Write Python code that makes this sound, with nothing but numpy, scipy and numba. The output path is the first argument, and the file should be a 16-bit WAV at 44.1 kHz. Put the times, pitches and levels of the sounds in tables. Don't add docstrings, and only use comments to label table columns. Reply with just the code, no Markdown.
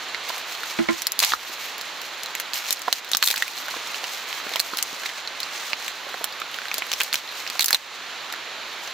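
import sys
import numpy as np
from scipy import signal
from scipy.fft import rfft, irfft
from scipy.io import wavfile
from scipy.ndimage import uniform_filter1d
from numba import njit

SR = 44100
rng = np.random.default_rng(int(sys.argv[2]) if len(sys.argv) > 2 else 0)


def makeup_ratio(level_db):
    decades = np.asarray(level_db, float) / 20
    return 10 ** decades


def transcribe(signal):
    frames = np.atleast_2d(signal).T
    limited = np.clip(frames, -1, 1)
    pcm = np.round(limited * 32767).astype(np.int16)
    wavfile.write(sys.argv[1], SR, pcm)


N = 393813

# start_s, level_db (of the fine treble), brightness_db (relative)
HANDLING = [(0.0, -55.5, -4), (0.234, -57, -8), (0.31, -47.5, -2), (0.576, -44.5, 1), (0.9, -49.5, -7.5),
            (1.17, -47.5, 7), (1.241, -30, -4), (1.3, -32.5, -1), (1.4, -43, 0), (1.68, -46, 2),
            (1.759, -62.5, -9), (2.019, -48.5, 1), (2.52, -57.5, -3), (2.55, -31.5, 4), (2.65, -44, -2.5),
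            (3.059, -55.5, -0.5), (3.21, -42.5, -0.5), (3.27, -28, 6), (3.451, -43, -2.5),
            (3.669, -42, 3.5), (3.77, -50.5, -4), (4.601, -42, 1.5), (5.001, -51, -4), (5.318, -66, -11),
            (5.871, -45.5, -2.5), (6.0, -58, -2), (6.209, -43, 2.5), (6.3, -62.5, 3), (6.65, -51.5, -4),
            (6.87, -54.5, -3.5), (7.038, -41, -1.5), (7.1, -56, 0), (7.57, -46.5, -2), (7.641, -34, 10),
            (7.75, -36.5, 2), (7.89, -58, -7), (8.641, -65, 4), (8.84, -49, -2), (8.93, -53, 0)]
# frequency_hz, density_db (relative)
RUSTLE_SPECTRUM = [(300, -53), (800, 6), (1400, 0), (2200, 8.5), (4200, 4), (6500, 7.5), (9000, 1),
                   (12000, 2), (14500, 1.5), (15700, -14), (16000, -70)]
# frequency_hz, density_db (relative)
WATER_SPECTRUM = [(15, -83), (25, -38), (200, -17), (290, -12.5), (590, -5.5), (1150, -2), (2300, -3),
                  (3500, -5), (4500, -10), (5000, -12.5), (7200, -14), (8200, -26.5), (9500, -23.5),
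                  (13500, -29), (15700, -39), (16000, -70)]
# frequency_hz, side_over_mid_db (before an overall trim)
WATER_WIDTH = [(60, -9), (110, 3), (200, -1.5), (380, -7), (700, -11.5), (1290, -13.5), (2380, -12),
               (4400, -9.5), (8120, 1.5), (15000, -1)]
# frequency_hz, left_over_right_db
WATER_BALANCE = [(60, 1), (110, -3.5), (200, -4), (380, -4.0), (700, -4), (1290, -4), (2380, -4),
                 (4400, -3), (8120, 6.5), (15000, -4)]
# start_s, level_db
AIR_PUFFS = [(1.27, -46), (2.17, -68), (3.2, -62), (3.72, -63), (4.16, -70), (4.58, -63), (4.8, -60),
             (6.92, -57), (8.83, -72)]
# start_s, level_db, pitch_hz (twig ring), treble_db (over the body), left_over_right_db
CRACKS = [(0.1466, -12, 2190, -26, -5), (0.2896, -23, 4260, 2, -1), (0.295, -14, 4100, -18, -6),
          (0.3804, -26, 3100, 3, -3), (0.5506, -19, 3980, -23, -5), (0.6338, -17.5, 1380, -8, -4),
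          (1.0196, -11, 5470, -3, -7), (1.069, -7, 4500, 4.5, 2), (1.12, -15.5, 4000, 7.5, 2),
          (1.1916, -4, 4550, 4, -5), (1.2018, -3.5, 4460, 4, 10), (1.225, -8, 1240, -4, 1),
          (1.2285, -2, 3550, -1, -3), (1.232, -17, 4070, 1, -3), (1.235, -4, 3120, -13, -2),
          (1.239, 1, 4100, -10, 0), (1.2477, -4, 4750, 2.5, -6), (1.2685, -13, 3190, -2, -7),
          (1.3064, -23, 4160, -15, -2), (1.3209, -2, 2030, -35, -1), (1.336, 2.5, 1290, -36, -4),
          (1.781, -25.5, 2150, 3, -3), (1.8117, -22.5, 4260, -3, -6), (2.0165, -24.5, 3920, 3, 5),
          (2.2343, -13.5, 6370, -6, 3), (2.26, -21, 4130, -4, -2), (2.3516, -12.5, 2300, -2, -1),
          (2.3997, -13, 2540, 2.5, 0), (2.5344, -13, 3600, -5, -4), (2.541, -15, 5450, 0, 0),
          (2.5718, -16, 2780, -13, -2), (2.5885, -23, 4200, -4, 0), (2.6865, -24, 4410, 2, -2),
          (2.7073, -8.5, 3600, 1.5, 6), (2.7235, -27, 4150, 8, 4), (2.7268, -12.5, 3480, 9, -4),
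          (2.7342, -29, 4590, 2, -1), (2.7931, -32, 1550, 9, -1), (2.8184, -25.5, 2670, 9, 1),
          (2.8821, -9, 1100, -18, -3), (2.9274, 2, 5050, -2, -1), (2.9341, -26, 3770, -55, -12),
          (2.9379, -25, 4120, 3, -1), (3.0466, -22.5, 2630, -1, -2), (3.0904, -28, 3600, 4, 0),
          (3.1161, -9.5, 6560, 2, 6), (3.1343, -1, 4000, -17, -5), (3.149, -1, 4140, -10, -2),
          (3.17, -6.5, 6500, 8, 2), (3.2265, 3.5, 3700, -7, -1), (3.231, -15, 3600, -13, -4),
          (3.2373, -1, 4300, -6, 1), (3.2424, -13, 3800, 13, -1), (3.249, -15, 4410, 2, -2),
          (3.2538, -10, 3530, 4, -3), (3.2581, -13, 6310, 5, -1), (3.2614, -12, 4160, 11, 2),
          (3.271, -11, 4010, 3, -1), (3.2751, 1, 3760, 2, 0.5), (3.2855, -4, 3830, 4, -6),
          (3.303, 0.5, 4500, -2, 4), (3.309, -13, 4410, -6, 0), (3.3119, -1, 3570, 1, -2),
          (3.341, -9.5, 1710, -1, -4), (3.3597, -9, 2860, 0, 0), (3.3627, -11, 4290, -17, -5),
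          (3.372, -9.5, 2650, -13, -3), (3.3786, -7, 6960, -8, 2), (3.4232, -2, 1980, -10, -2),
          (3.4253, -5.5, 4160, -19, -3), (3.48, -14, 2420, -6, -3), (3.5775, -18.5, 4000, -10, -2),
          (3.6831, -15, 1520, -9, -3), (3.7673, -18.5, 1630, -26, -3), (3.873, -19, 5940, -11, -1),
          (3.903, -20, 2330, -20, -2), (3.9446, -15, 2870, -19, -13), (4.0415, -13.5, 3020, -24, -4),
          (4.3287, -14.5, 3040, -21, -5), (4.401, -21, 1710, -20, -3), (4.469, -21, 1570, -16, -3),
          (4.4929, -20, 2410, -4, 3), (4.5374, -12.5, 3850, -12, -2), (4.5591, -9.5, 3200, -5, -4),
          (4.567, -13, 2200, -20, -3), (4.596, -7, 4330, -6, -3), (4.6, -4, 4300, 1, -5),
          (4.6115, -27, 2070, 15, 2), (4.736, -13.5, 1380, -21, -4), (4.7715, -18, 4040, 6, -1),
          (4.7832, -16, 4870, 0, -4), (4.7877, -11, 3220, -3, -2), (4.8266, -15, 3020, 14, -1),
          (5.0586, -14, 2070, -17, -2), (5.062, -12.5, 3580, -25, -2), (5.035, -17, 2110, -12, -5),
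          (5.0986, -20, 2090, -18, -2), (5.0918, -16, 3040, -18, -4), (5.275, -18.5, 4770, -31, -3),
          (5.403, -17.5, 4200, -1.5, -2), (5.4314, -14.5, 4750, -13, -3), (5.722, -21, 2930, -20, -3),
          (5.7323, -4.5, 2450, -34, -4), (5.8807, -12, 2370, -5, -1), (6.142, -18, 1480, -15, -3),
          (6.2425, -11, 3120, 4, -9), (6.401, -24, 2480, 1.5, -1), (6.4177, -13, 1230, -21, -4),
          (6.5432, -17.5, 3530, -12, -4), (6.587, -15, 1460, -18, -4), (6.6182, -16, 2460, -28, -4),
          (6.7147, -11, 2150, -39, -2), (6.742, -13.5, 4800, 5.5, 0), (6.782, -18, 3820, 6, 1),
          (6.8216, -10.5, 2230, -19, -2), (6.917, -7.5, 6500, -12, -1), (6.93, -10.5, 4250, -7, -5),
          (6.936, -6, 6000, -12, 5), (7.0029, -8.5, 2460, -2, -2), (7.0075, -3, 2500, -23, -1),
          (7.0147, -5, 2440, -7, -3), (7.0335, -17, 4590, 10, 0), (7.1287, -6, 4600, -9, -3),
          (7.1354, -20, 4360, 11, 6), (7.1424, -3.5, 2380, -5, -1), (7.156, -1.5, 6300, -13, -3),
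          (7.3144, -22.5, 4000, -9, -3), (7.4655, -16, 2000, -19, -3), (7.476, -17, 4910, -11, -1),
          (7.5006, -11, 4700, -11, -2), (7.5944, -2, 3930, -6, -8), (7.6069, -8, 3750, 4.5, 7),
          (7.6096, -6, 4120, 2, -4), (7.6178, -10, 4220, -2, 0), (7.6232, -6, 3930, -1, -7),
          (7.629, -9, 4070, 3, -5), (7.644, -9, 2880, 9, 6), (7.6595, -14.5, 6780, 13, -7),
          (7.683, -5, 4410, 2, -1), (7.6885, -8, 4350, -9, -4), (7.707, -3, 1780, 2.5, -3),
          (7.7291, 4, 4500, -5, -4), (7.7316, -13, 4180, -6, -1), (7.7406, -16, 3490, -11, 7),
          (7.746, 4, 4080, -7, -3), (7.7567, -7.5, 2650, -17, -4), (8.301, -19.5, 1870, -21, -4),
          (8.325, -17, 3360, -4, -2), (8.338, -14.5, 1830, -15, -3), (8.8755, -18, 6100, -23, 1)]
# start_s, level_db, pitch_hz
BUMPS = [(0.302, -19.5, 1000), (0.374, -27, 1160), (1.223, -14, 985), (1.237, -11.5, 1160),
         (1.319, -15, 1240), (1.333, -56, 1170), (1.496, -34, 350), (2.88, -12, 1010), (2.884, -15.5, 725),
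         (3.147, -14.5, 1220), (3.339, -23, 1090), (3.408, -29, 804), (3.74, -23, 1050),
         (3.765, -28.5, 474), (4.035, -24.5, 770), (4.466, -28, 435), (4.516, -27.5, 740),
         (4.558, -17, 950), (4.733, -28.5, 330), (4.929, -34.5, 285), (6.068, -27.5, 580),
         (6.144, -24.5, 754), (6.212, -23.5, 664), (6.782, -26, 633), (6.82, -23.5, 1070),
         (7.008, -19.5, 1160), (7.141, -23.5, 930), (7.554, -24.5, 1040), (7.726, -30, 965),
         (7.737, -17, 835)]
# start_s, level_db, hardness_db
KNOCKS = [(0.789, -5, -6), (0.887, -7, 8)]
# pitch_hz, mid_db, side_db, t60_s, hardness_share (0-1)
STAND_MODES = [(164, -16, -17, 0.1, 0), (209, -24, 0, 0.14, 0.1), (228, 6.5, -23, 0.056, 0),
               (338, -4.5, 6, 0.1, 0.15), (329, -7, -5, 0.035, 0.1), (647, -6, -7, 0.039, 0.2),
               (783, -14, -13, 0.046, .5), (1040, -18, -21, 0.23, 0.9), (1380, -20, -24, 0.2, 0.7),
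               (1976, -11, -17, 0.046, 0.8), (2200, -6.5, -21, 0.03, 0.9)]
# centre_hz, width_hz, gain_db
PORT_RESONANCES = [(4160, 630, 5.5), (9250, 4700, -7.5), (15000, 700, 6)]


def colour(x, table):
    hz, db = np.transpose(table)
    f = np.arange(x.shape[-1] // 2 + 1) * SR / x.shape[-1] + 1
    gain = makeup_ratio(np.interp(np.log(f), np.log(hz + 1), db))
    return irfft(rfft(x) * gain, x.shape[-1])


def band(x, lo_hz, hi_hz):
    sos = signal.butter(2, [lo_hz, min(hi_hz, .45 * SR)], "band", fs=SR, output="sos")
    return signal.sosfilt(sos, x)


def peak1(rows):
    return rows / np.abs(rows).max(axis=-1, keepdims=True)


def set_rms(x, db):
    return x * makeup_ratio(db) / np.sqrt(np.mean(x ** 2))


def walk(rate_hz):
    k = int(SR / rate_hz)
    held = np.repeat(rng.standard_normal(N // k + 1), k)
    return 2.06 * uniform_filter1d(uniform_filter1d(held, k), k)[:N]


def place(times, left, right):
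    out = np.zeros((2, N + left.shape[1]))
    for s, a, b in zip(times, left, right):
        i = max(int(s * SR), 0)
        out[:, i:i + len(a)] += a, b
    return out[:, :N]


def ring(hz, t60, t):
    return np.sin(2 * np.pi * hz * t) * np.exp(-np.log(1000) * t / t60)


def after(table, rise_s, fade_s):
    s, db = np.transpose(table)[:2]
    power = np.zeros(N)
    np.add.at(power, (s * SR).astype(int), makeup_ratio(2 * db))
    for time_s in (rise_s, fade_s):
        power = signal.lfilter([1], [1, -np.exp(-2 / (time_s * SR))], power)
    return power * 2 / (rise_s * SR)


def rustle():
    s, *columns = np.transpose(HANDLING)
    db, bright_db = (np.interp(np.arange(N) / SR, s, c) for c in columns)
    splinters = [(s, crack_db + min(treble_db, 0)) for s, crack_db, _, treble_db, _ in CRACKS]
    splinter_power = makeup_ratio(2 * -32) * after(splinters, rise_s=.001, fade_s=0.03)
    db = 10 * np.log10(makeup_ratio(2 * db) + splinter_power)
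    clicks = (rng.random((2, N)) < 2500 / SR) * makeup_ratio(2.3 * rng.exponential(size=(2, N)))
    scratch_decay = np.exp(-1 / (0.00084 * SR))
    scratch = signal.lfilter([1], [1, -scratch_decay], clicks) * rng.standard_normal((2, N))
    scratch = scratch / scratch.std() + .5 * rng.standard_normal((2, N))
    stereo = scratch[0] + 0.45 * scratch[1] * np.array([[1], [-1]])
    flicker_db = 2 * walk(40)
    pair = colour(stereo, RUSTLE_SPECTRUM) * makeup_ratio(flicker_db)
    top = band(pair, 8980, 16500)
    rest = (pair - top) * makeup_ratio(-bright_db + 2.5)
    return (top + rest) / top.std() * makeup_ratio(db + np.array([[-.7], [.7]]))


def water():
    mid, side = rng.standard_normal((2, N))
    side = colour(side, WATER_WIDTH) * makeup_ratio(-1.0)
    balance = np.array(WATER_BALANCE)
    left = colour(mid + side, balance * [1, .5])
    right = colour(mid - side, balance * [1, -.5])
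    swell_db = .4 * walk(2.8)
    return set_rms(colour(np.array([left, right]), WATER_SPECTRUM), -34.5) * makeup_ratio(swell_db)


def rumble():
    low = band(band(rng.standard_normal((2, N)), 52, 83), 25, 87)
    steady_db = -84.5 + 1.5 * walk(3.7)
    stirred = 0
    for table, jolt_db in ((CRACKS, -64.5), (KNOCKS, -42), (AIR_PUFFS, 0)):
        stirred = stirred + makeup_ratio(2 * jolt_db) * after(table, rise_s=.02, fade_s=0.043)
    return set_rms(low, 0) * np.sqrt(makeup_ratio(2 * steady_db) + stirred) * makeup_ratio(np.array([[0], [4]]))


def ticks():
    count, lo_hz, hi_hz = 110, 1290, 4600
    busy = .4
    s, db, _ = np.transpose(HANDLING)
    t = np.arange(0, N, 64) / SR
    share = np.cumsum(makeup_ratio(busy * np.interp(t, s, db)))
    u = rng.random((count, 2)).T
    g = rng.standard_normal((count, 3)).T
    start_s = np.interp(u[0], share / share[-1], t)
    level_db = -27 + 3.5 * g[0]
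    pitch_hz = lo_hz * (hi_hz / lo_hz) ** u[1]
    treble_db = -16.5 + 6 * g[1]
    pan_db = -1.5 + 2.5 * g[2]
    return np.transpose([start_s, level_db, pitch_hz, treble_db, pan_db])


def cracks():
    s, db, hz, treble_db, pan_db = np.vstack([CRACKS, ticks()]).T[:, :, None]
    t = np.arange(1536) / SR
    chance = rng.standard_normal((len(s), 4, len(t)))
    pan_db = np.clip(pan_db, -6, 4)
    tear_ms = 0.65 * np.exp(0.1 * chance[:, 2, :1])
    age = t * 1000 / np.clip(tear_ms, .1, 3)

    def burst(k, slow):
        return chance[:, k] * (1 - np.exp(-age * 9.9)) * np.exp(-age / slow)

    near_hz = hz * np.exp(0.027 * chance[:, 3, :1])
    twig = ring(hz, 12 / hz, t) + .5 * ring(near_hz, 12 / hz, t) + 1.5 * ring(hz, 3.5 / hz, t)
    body = peak1(signal.fftconvolve(burst(0, 1.0), twig, axes=-1)[:, :len(t)])
    snap = peak1(band(band(burst(3, 1.0), 1500, 4500), 830, 7100))
    body = peak1(body + 0.47 * snap)
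    thud = makeup_ratio(-26.5) * peak1(band(burst(1, 3.0), 150, 1210))
    treble = makeup_ratio(treble_db) * peak1(band(band(burst(2, 2.5), 4700, 14300), 4640, 14400))
    apart = 0.69 * makeup_ratio(treble_db) * peak1(band(band(burst(3, 0.57), 4500, 8800), 4300, 12000))
    direct = band(body, 820, 16000) + thud + treble
    smear_shape = np.exp(-t[:700] / 0.006) * (1 - np.exp(-t[:700] / 0.0018))
    smear = rng.standard_normal((len(s), 2, 700)) * smear_shape
    tails = makeup_ratio(-24) * signal.fftconvolve(direct[:, None], smear, axes=-1)[..., :len(t)]
    left = makeup_ratio(db + pan_db / 2) * (direct + apart + tails[:, 0])
    right = makeup_ratio(db - pan_db / 2) * (direct - apart + tails[:, 1])
    return place(s[:, 0] - .0002, left, right)


def bumps():
    s, db, hz = np.transpose(BUMPS)[:, :, None]
    t = np.arange(3000) / SR
    t60 = 0.022 * (1000 / hz) ** 0.61
    pan_db = -5.5
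    modes = ring(hz, t60, t) + .5 * ring(0.713 * hz, t60, t) + 0.57 * ring(1.337 * hz, 0.83 * t60, t)
    soft_start = 1 - np.exp(-t / 0.00057)
    bump = peak1(band(modes * soft_start, 200, 2300))
    return place(s[:, 0] - .0005, bump * makeup_ratio(db + pan_db / 2), bump * makeup_ratio(db - pan_db / 2))


def knocks():
    s, db, hard_db = np.transpose(KNOCKS)[:, :, None]
    t = np.arange(8000) / SR
    mid, side = 0, 0
    for hz, mid_db, side_db, t60, share in STAND_MODES:
        build = 1 - np.exp(-t * hz / 7.9)
        mode = ring(hz, t60, t) * build * makeup_ratio(db + share * hard_db)
        mid = mid + makeup_ratio(mid_db) * mode
        side = side + makeup_ratio(side_db) * mode
    late = int(.012 * SR)
    mid, side = (x + 0.49 * np.pad(x, ((0, 0), (late, 0)))[:, :len(t)] for x in (mid, side))
    rattle = band(rng.standard_normal((2, len(s), len(t))), 520, 2360)
    rattle = rattle * np.exp(-t / 0.017) * makeup_ratio(db + hard_db / 2 - 7.5)
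    mid, side = mid + rattle[0], side + rattle[1]
    return place(s[:, 0] - .001, mid - side, mid + side)


def scene():
    return rustle() + water() + rumble() + cracks() + bumps() + knocks()


def ports(x):
    for hz, width_hz, db in PORT_RESONANCES:
        x = x + (makeup_ratio(db) - 1) * signal.lfilter(*signal.iirpeak(hz, hz / width_hz, SR), x)
    return x


@njit
def follow(x, attack, release):
    e, out = 0., np.empty(len(x))
    for i in range(len(x)):
        e += (x[i] - e) * (attack if x[i] > e else release)
        out[i] = e
    return out


def gain_control(x):
    size = np.abs(x).max(axis=0)
    slow = follow(size, 1 / (0.0011 * SR), 1 / (.15 * SR))
    quick = follow(size, 1 / (0.00094 * SR), 1 / (0.084 * SR))
    slow_gain = np.minimum(1, makeup_ratio(-17.0) / (slow + 1e-9)) ** 0.32
    quick_gain = np.minimum(1, makeup_ratio(-9.5) / (quick + 1e-9)) ** 0.27
    return x * slow_gain * quick_gain


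def roll_off(x):
    return signal.sosfilt(signal.butter(12, 16990, fs=SR, output="sos"), x)


def record(dry):
    mix = np.clip(gain_control(ports(dry)), -1, 1)
    return roll_off(mix)


dry = scene()
out = record(dry)
transcribe(out)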